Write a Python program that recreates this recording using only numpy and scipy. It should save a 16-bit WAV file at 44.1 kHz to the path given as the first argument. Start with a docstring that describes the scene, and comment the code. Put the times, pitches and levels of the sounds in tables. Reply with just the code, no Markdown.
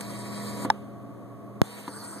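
"""At a vending machine, close to the bill acceptor: a geared motor whines as it pulls a note in,
the paper flicking and rubbing in its channel. The drive knocks against its stop and coasts; a catch
snaps. After a pause there is a sharp pop and the motor spins up freely, then knocks and slows under
load as it stacks the note. The cooler hums throughout. Two close microphones are cross-fed for width."""
import sys
import numpy as np
from scipy import signal
from scipy.fft import rfft, irfft, next_fast_len
from scipy.io import wavfile
from scipy.ndimage import uniform_filter1d, map_coordinates

SR = 44100
rng = np.random.default_rng(int(sys.argv[2]) if len(sys.argv) > 2 else 0)


def wrap_up_sound(samples):
    """Save the sound to the file named by the first command line argument, as 16-bit audio."""
    columns = np.atleast_2d(samples).T
    # keep every value between -1 and 1, then stretch to whole-number steps
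    tamed = np.clip(columns, -1, 1)
    steps = np.round(tamed * 32767).astype(np.int16)
    wavfile.write(sys.argv[1], SR, steps)


N = 97020

# Shaft and gear tones of the light-running motor. Each row: multiple of the shaft rate, level in dB.
GEAR_ORDERS = [(3, -12.5), (4, -18), (5, -22), (6, -12), (7, -20), (8, -22), (9, -22), (10, -23.5),
               (11, -23.5), (12, -22.5), (14, -20), (15, -24), (15.56, -31.5), (17, -41), (20, -20.5),
               (23, -26), (24, -19), (25, -19.5), (27, -20), (28, -22.5), (29, -29), (30, -25.5)]
# How alike the mechanism's noise is left and right. Each row: frequency in Hz, coherence from 0 to 1.
MECHANISM_COHERENCE = [(150, 1), (500, 0.53), (1200, 0.36), (2200, 0), (8000, 0.16)]


def amp(db):
    """Decibels to gain."""
    return 10 ** (np.asarray(db) / 20)


def unit(x):
    """Scale to rms 1."""
    return x / np.sqrt(np.mean(x ** 2) + 1e-20)


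def along(points, hz):
    """Read (Hz, value) points at hz, on a log frequency axis."""
    freqs, values = np.transpose(points)
    return np.interp(np.log(hz + 1), np.log(freqs + 1), values)


def curves(rows):
    """One automation curve for each column after the time."""
    times, *columns = np.transpose(rows)
    return [np.interp(np.arange(N) / SR, times, column) for column in columns]


def since(start):
    """Seconds since start, zero before it."""
    return np.maximum(np.arange(N) / SR - start, 0)


def fade(t, t60):
    """Exponential decay, 60 dB down after t60 seconds."""
    return np.exp(-np.log(1000) * t / t60)


def wobble(rate):
    """A smooth random curve, rate knots a second."""
    return map_coordinates(rng.standard_normal(N // 20), [np.arange(N) * rate / SR], mode="mirror")


def filtered(x, response):
    """Filter x with a complex response, given as a function of Hz."""
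    size = next_fast_len(N + SR // 2)
    return irfft(rfft(x, size) * response(np.fft.rfftfreq(size, 1 / SR)), size)[..., :N]


def pan(left_db):
    """Two microphone gains, the left one left_db above the right."""
    return amp(np.array([[.5], [-.5]]) * left_db)


def stereo_noise(spectrum, coherence):
    """Coloured noise of rms 1; the lower the coherence, the wider it spreads."""
    def mid_side_gains(hz):
        spread = np.arccos(np.clip(along(coherence, hz), -.999, .999)) / 2
        return amp(along(spectrum, hz)) * [np.cos(spread), np.sin(spread)]
    mid, side = filtered(rng.standard_normal((2, N)), mid_side_gains)
    return unit(np.array([mid + side, mid - side]))


def cooler(air_db=-45, drone_hz=204.6):
    """Slightly unsteady compressor and fan tones over moving air."""
    # The hum's tones. Each row: pitch in Hz, level in dB before the recorder gain.
    hum_tones = [(118.4, -50), (281, -57.5), (409.1, -62), (559.9, -60.5), (683.7, -58.5), (1095, -68),
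                 (1120, -60), (1147, -66), (1238, -70.5)]
    # Recorder gain on hum and air, a set curve that ducks sharply at the snap and the pop.
    # Each row: time in seconds, recorder gain in dB, the drone's own level in dB.
    gain_curves = [(0, 2, -45.5), (.15, 4, -44), (.4, 4, -40), (.68, 7.5, -42), (.73, 1.5, -45.5),
                   (1.0, 1, -53), (1.35, 0.5, -52), (1.58, 1, -46), (1.66, -5, -51.5), (2.2, -2, -50.5)]
    # Colour of the air. Each row: frequency in Hz, relative density in dB.
    air_spectrum = [(30, 11.5), (70, -2), (100, 6), (170, 2), (290, 4.5), (450, -3.5), (680, -1.5),
                    (850, -11), (1020, -9), (1130, -5.5), (1400, -14), (2200, -19.5), (2800, -26),
                    (4000, -32.5), (14000, -51)]
    # The air is centred in the bass, wide on top. Each row: frequency in Hz, coherence.
    air_coherence = [(100, 0.96), (250, 0.86), (600, 0.7), (1200, 0.0048), (2500, 0), (8000, 0.1)]

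    def tone(hz):
        level = np.sqrt(2) * amp(wobble(7.92))
        phase = 2 * np.pi * hz * since(0) + 0.2 * wobble(6.9)
        return level * np.sin(phase + rng.uniform(0, 2 * np.pi))
    recorder_gain_db, drone_db = curves(gain_curves)
    hum = sum(amp(db) * tone(hz) for hz, db in hum_tones) * pan(left_db=1.5)
    air = amp(air_db) * stereo_noise(air_spectrum, air_coherence)
    drone = amp(drone_db) * tone(drone_hz) * pan(left_db=-1)
    return amp(recorder_gain_db) * (hum + air) + drone


def paper_slide(noise, depth_db):
    """Sliding paper makes the noise swell and dip in random patches of time and frequency."""
    bands = signal.stft(noise, nperseg=256)[2]
    patches = uniform_filter1d(rng.standard_normal(bands.shape[1:]), size=5, axis=0)
    patches = uniform_filter1d(patches, size=10, axis=1)
    return signal.istft(bands * amp(depth_db * unit(patches)), nperseg=256)[1][:, :N]


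def motor(speed, loudness, orders, spectrum, tone_db, mesh_db, buzz_db, buzz_count,
          jitter, flutter_db, pulsing, left_db):
    """Gear tones and a weak buzz on the shaft's multiples, with mesh noise that pulses once a turn."""
    (shaft_hz,), (level_db,) = curves(speed), curves(loudness)
    angle = 2 * np.pi * np.cumsum(shaft_hz * (1 + jitter * wobble(60))) / SR
    tones = buzz = 0
    for order, db in orders:
        level = amp(db + flutter_db * wobble(24.8)) * pan(left_db * min(order / 20, 1))
        tones += level * np.sin(order * angle + rng.uniform(0, 2 * np.pi))
    for order in range(10, 10 + buzz_count):
        level = amp(along(spectrum, order * shaft_hz.max()) + 4.5 * wobble(7.6))
        buzz += level * np.sin(order * angle + rng.uniform(0, 2 * np.pi, (2, 1)))
    mesh = paper_slide(stereo_noise(spectrum, MECHANISM_COHERENCE), depth_db=2.0)
    roughness = amp(0.62 * wobble(39.6) + 0.34 * wobble(550))
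    mesh = unit(mesh * (1 + pulsing * np.cos(angle)) * roughness)
    mesh = filtered(mesh, lambda f: pan(left_db * np.minimum(f / 4000, 1)))  # the treble leans left
    return amp(level_db) * (amp(tone_db) * tones + amp(buzz_db) * unit(buzz) + amp(mesh_db) * mesh)


def motor_feeding():
    """The motor pulls the note in with a steady high whine, then drops away at the stop."""
    # Shaft speed. Each row: time in seconds, turns per second.
    speed = [(0, 161.85), (.45, 161.8), (.5, 161.5), (.55, 162.15), (.652, 162.1), (.7, 138)]
    # Fader. Each row: time in seconds, gain in dB.
    loudness = [(0, -40.5), (.2, -41.5), (.38, -39.5), (.48, -38.5), (.55, -39), (0.653, -37), (.672, -60),
                (.7, -91)]
    # High gear whine. Each row: multiple of the shaft rate, level in dB.
    whine = [(42, -22.5), (44, -28), (46, -18), (50, -10.5), (52.57, -14)]
    # Gear and roller noise. 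Each row: frequency in Hz, relative density in dB.
    spectrum = [(100, -4), (280, 6.5), (500, 1.5), (800, -4), (1050, 4), (1500, -3.5), (2200, 4),
                (3000, -11), (4400, -2), (5200, -2), (6000, -11), (7000, -5.5), (8400, 2), (9300, -7),
                (10000, -2.5), (12500, -8), (14000, -11)]
    return motor(speed, loudness, GEAR_ORDERS + whine, spectrum, tone_db=0, mesh_db=-2.5, buzz_db=-12.5,
                 buzz_count=40, jitter=0.0005, flutter_db=2.5, pulsing=0.083, left_db=7)


def note_ticks(t60=0.017):
    """The edge of the note flicks against the slot."""
    # Each row: start in seconds, level in dB.
    flicks = [(.009, -26.5), (.012, -30)]
    # The crisp colour of a flick. Each row: frequency in Hz, relative density in dB.
    spectrum = [(200, 7), (1200, -2), (2200, 6), (3000, 0), (4300, -2), (6000, -6), (7400, -2),
                (8500, 11.5), (10000, -8), (14000, -13)]
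    out = 0
    for start, db in flicks:
        t = since(start)
        out += amp(db) * (t > 0) * fade(t, t60) * stereo_noise(spectrum, MECHANISM_COHERENCE)
    return out


def note_rubs():
    """Paper rubs on the plastic channel in short, narrow swishes, some falling in pitch."""
    # Each row: peak time in seconds, spread in seconds, pitch at the peak in Hz, glide in Hz per
    # second, half-width as a share of the pitch, level in dB.
    swishes = [(0.196, 0.027, 8170, 0, 0.087, -47.5), (0.476, 0.018, 4210, 0, 0.056, -51),
               (0.482, 0.012, 8300, 0, 0.044, -44.5), (1.955, 0.026, 8270, -2000, .035, -45),
               (1.93, 0.011, 4260, 0, .06, -57.5), (2.003, 0.022, 4530, -4500, 0.04, -49),
               (2.043, 0.012, 8030, -6000, 0.037, -44), (2.115, 0.047, 8050, 0, 0.046, -44)]
    t, out = since(0), 0
    for peak, spread, hz, glide, width, db in swishes:
        flutter = filtered(rng.standard_normal((2, N)), lambda f: 1 / (1 + (f / (hz * width)) ** 2))
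        carrier = np.sqrt(2) * np.sin(2 * np.pi * (hz * t + glide * (t - peak) ** 2 / 2))
        envelope = np.exp(-.5 * ((t - peak) / spread) ** 2)
        out += amp(db) * envelope * unit(flutter) * carrier
    return out * pan(left_db=10)


def stop_knocks(rattle_db=-12, rattle_t60=0.073, low_cut_hz=150):
    """The mechanism meets its stops; the plastic case rings and rattles."""
    # Each row: start in seconds, level in dB, dull above this many Hz, attack in seconds.
    hits = [(0.6482, -20, 1700, 0.001), (0.6557, -35.5, 2500, 0.00088), (1.8791, -30, 4000, 0.00012),
            (2.159, -26, 397, 0.0055)]
    # Resonances of the case. Each row: pitch in Hz, relative level in dB, t60 in seconds.
    case_modes = [(289.5, -0.5, 0.072), (345, -7, 0.088), (510.4, -14, 0.25), (880, -12, 0.045),
                  (986, 3, 0.027), (1183, -3, 0.024), (1720, -9, 0.025), (2070, -7, 0.02),
                  (4170, -3.5, 0.018)]
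    rattle_spectrum = [(100, -44), (300, -1), (2000, 5), (8000, -4)]  # Hz, relative dB
    out = 0
    for start, db, dull_hz, attack in hits:
        t = since(start)
        dull = lambda f: 1 / (1 + (f / dull_hz) ** 2)
        ring = sum(amp(level) * dull(hz) * fade(t, t60) * np.sin(2 * np.pi * hz * t)
                   for hz, level, t60 in case_modes)
        ring = filtered(ring, lambda f: 1j * f / (1j * f + low_cut_hz))
        rattle = unit(filtered(stereo_noise(rattle_spectrum, MECHANISM_COHERENCE), dull))
        onset = 1 - np.exp(-t / attack)
        out += amp(db) * onset * (ring + amp(rattle_db) * rattle * fade(t, rattle_t60))
    return out


def rollers_coasting(start=0.653, db=-46.5, t60=1.0):
    """The rollers run out after the stop with a soft, dying rustle."""
    # Colour of the rustle. Each row: frequency in Hz, relative density in dB.
    spectrum = [(100, 0), (300, -10), (1100, 0), (2200, -7), (3700, -11.5), (5500, -20), (8500, -15.5),
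                (14000, -22)]
    t = since(start)
    return amp(db) * (t > 0) * fade(t, t60) * stereo_noise(spectrum, MECHANISM_COHERENCE)


def catch_snap(crack_t60=0.0037, low_cut_hz=600):
    """The small catch snaps by the right microphone: a bright crack, a short hollow ring, no bass."""
    # First touch, then the blow. Each row: start in seconds, gain in dB, attack in seconds,
    # relative crack level in dB.
    contacts = [(.6995, -10, 0.0011, -28), (0.7017, -1, 0.00016, -13)]
    # Resonances of the catch. Each row: pitch in Hz, relative level in dB, t60 in seconds.
    catch_modes = [(875, 0.5, 0.023), (1130, -8, 0.011), (1480, -8, 0.012), (1620, -12, 0.018),
                   (3816, -13.5, 0.0065), (5200, -12.5, 0.011), (9000, -22.5, 0.0029)]
    # Colour of the crack. Each row: frequency in Hz, relative density in dB.
    crack_spectrum = [(1000, -4), (2200, 4), (3400, 9), (4800, 9), (5500, -2), (6500, -11), (7300, 4),
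                      (9000, 2), (10400, -16), (12000, -7), (14000, -11)]
    out = 0
    for start, db, attack, crack_db in contacts:
        t = since(start)
        ring = sum(amp(level) * fade(t, t60) * np.sin(2 * np.pi * hz * t)
                   for hz, level, t60 in catch_modes)
        crack = unit(filtered(rng.standard_normal(N), lambda f: amp(along(crack_spectrum, f))))
        onset = 1 - np.exp(-t / attack)
        out += amp(db) * onset * (ring + amp(crack_db) * fade(t, crack_t60) * crack)
    return filtered(out, lambda f: (1j * f / (1j * f + low_cut_hz)) ** 2) * amp([[-24], [2]])


def motor_restarting():
    """After the pause the motor spins up freely."""
    # Shaft speed. Each row: time in seconds, turns per second.
    speed = [(1.61, 110), (1.635, 142), (1.665, 156), (1.7, 160.8), (1.77, 162.2), (1.878, 162.2),
             (1.93, 146)]
    # Fader. Each row: time in seconds, gain in dB.
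    loudness = [(1.61, -72), (1.635, -45), (1.68, -42), (1.74, -41.5), (1.8, -44), (1.878, -44),
                (1.95, -87)]
    # Gear and roller noise. Each row: frequency in Hz, relative density in dB.
    spectrum = [(100, -6), (280, 7), (1000, 4.5), (1500, 2.5), (2200, 4), (3400, -2.5), (4400, 0),
                (5700, -4.5), (7000, -3), (8200, 7.5), (10000, -3.5), (12500, -4), (14000, -6.5)]
    return motor(speed, loudness, GEAR_ORDERS, spectrum, tone_db=-2.5, mesh_db=-2, buzz_db=-13.5,
                 buzz_count=26, jitter=0.0014, flutter_db=3.5, pulsing=0.094, left_db=4)


def pop(start=1.6168, db=5, instant_share=0.59, rise_s=0.00006, decay_s=0.00031):
    """One abrupt push on the right microphone as the motor restarts."""
    t = since(start)
    rise = 1 - (1 - instant_share) * np.exp(-t / rise_s)
    return -amp(db) * (t > 0) * rise * np.exp(-t / decay_s) * np.array([[0], [1]])


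def motor_stacking():
    """The motor sags under the stacker's load, then picks up again."""
    # Shaft speed. Each row: time in seconds, turns per second.
    speed = [(1.878, 162), (1.92, 146), (1.97, 148), (2.01, 153), (2.05, 158.5), (2.12, 162.2), (2.2, 169)]
    # Fader. Each row: time in seconds, gain in dB.
    loudness = [(1.85, -92), (1.885, -44), (1.93, -43), (2.0, -42), (2.06, -41), (2.12, -42.5),
                (2.2, -43.5)]
    # Low tones of the loaded gears. Each row: multiple of the shaft rate, level in dB.
    orders = [(2, -17), (3, -13.5), (4, -16), (6, -14.5), (7, -32), (8, -16), (9, -14.5), (10, -18),
              (11, -28)]
    # Gear and roller noise. Each row: frequency in Hz, relative density in dB.
    spectrum = [(100, 8.5), (280, 7), (600, 1), (1100, 8.5), (1500, 4), (2200, -1.5), (3000, -9.5),
                (3700, -10.5), (4450, 4), (5400, -2.5), (7200, -7.5), (8400, 4), (10000, -0.5),
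                (12500, -7.5), (14000, -5.5)]
    return motor(speed, loudness, orders, spectrum, tone_db=0.5, mesh_db=-2, buzz_db=-18.5,
                 buzz_count=6, jitter=0.002, flutter_db=3.5, pulsing=0.1, left_db=7)


def scene(hiss_db=-64):
    """The acceptor and cooler at the two microphones, over a faint, wide hiss."""
    # Colour of the hiss. Each row: frequency in Hz, relative density in dB.
    hiss_spectrum = [(100, -2), (4000, -3), (5500, -0.5), (8500, 3), (14000, 3.5)]
    drive = motor_feeding() + motor_restarting() + motor_stacking()
    hiss = amp(hiss_db) * stereo_noise(hiss_spectrum, coherence=[(100, 0.0054)])
    rustles = rollers_coasting() + note_ticks() + note_rubs()
    return drive + hiss + rustles + cooler() + stop_knocks() + catch_snap() + pop()


def record(dry, cross_delay_s=0.0003823, bass_hz=844, low_cut_hz=100.4, ceiling=0.87, top_hz=14000):
    """Widen by cross-feeding, restore the bass, cut rumble, soft-clip the peaks and roll off the top."""
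    # Each channel loses a delayed copy of the other, which also thins the bass.
    wide = dry - filtered(dry[::-1], lambda f: np.exp(-2j * np.pi * f * cross_delay_s))
    bass_tilt = lambda f: (1 + bass_hz / (1j * f + 1)) / 2
    low_cut = lambda f: signal.freqs(*signal.butter(2, low_cut_hz, "high", analog=True), f)[1] ** 2
    balanced = filtered(wide, lambda f: bass_tilt(f) * low_cut(f))
    clipped = balanced / (1 + np.abs(balanced / ceiling) ** 6) ** (1 / 6)
    return filtered(clipped, lambda f: 1 / np.sqrt(1 + (f / top_hz) ** 300))


dry = scene()
out = record(dry)
wrap_up_sound(out)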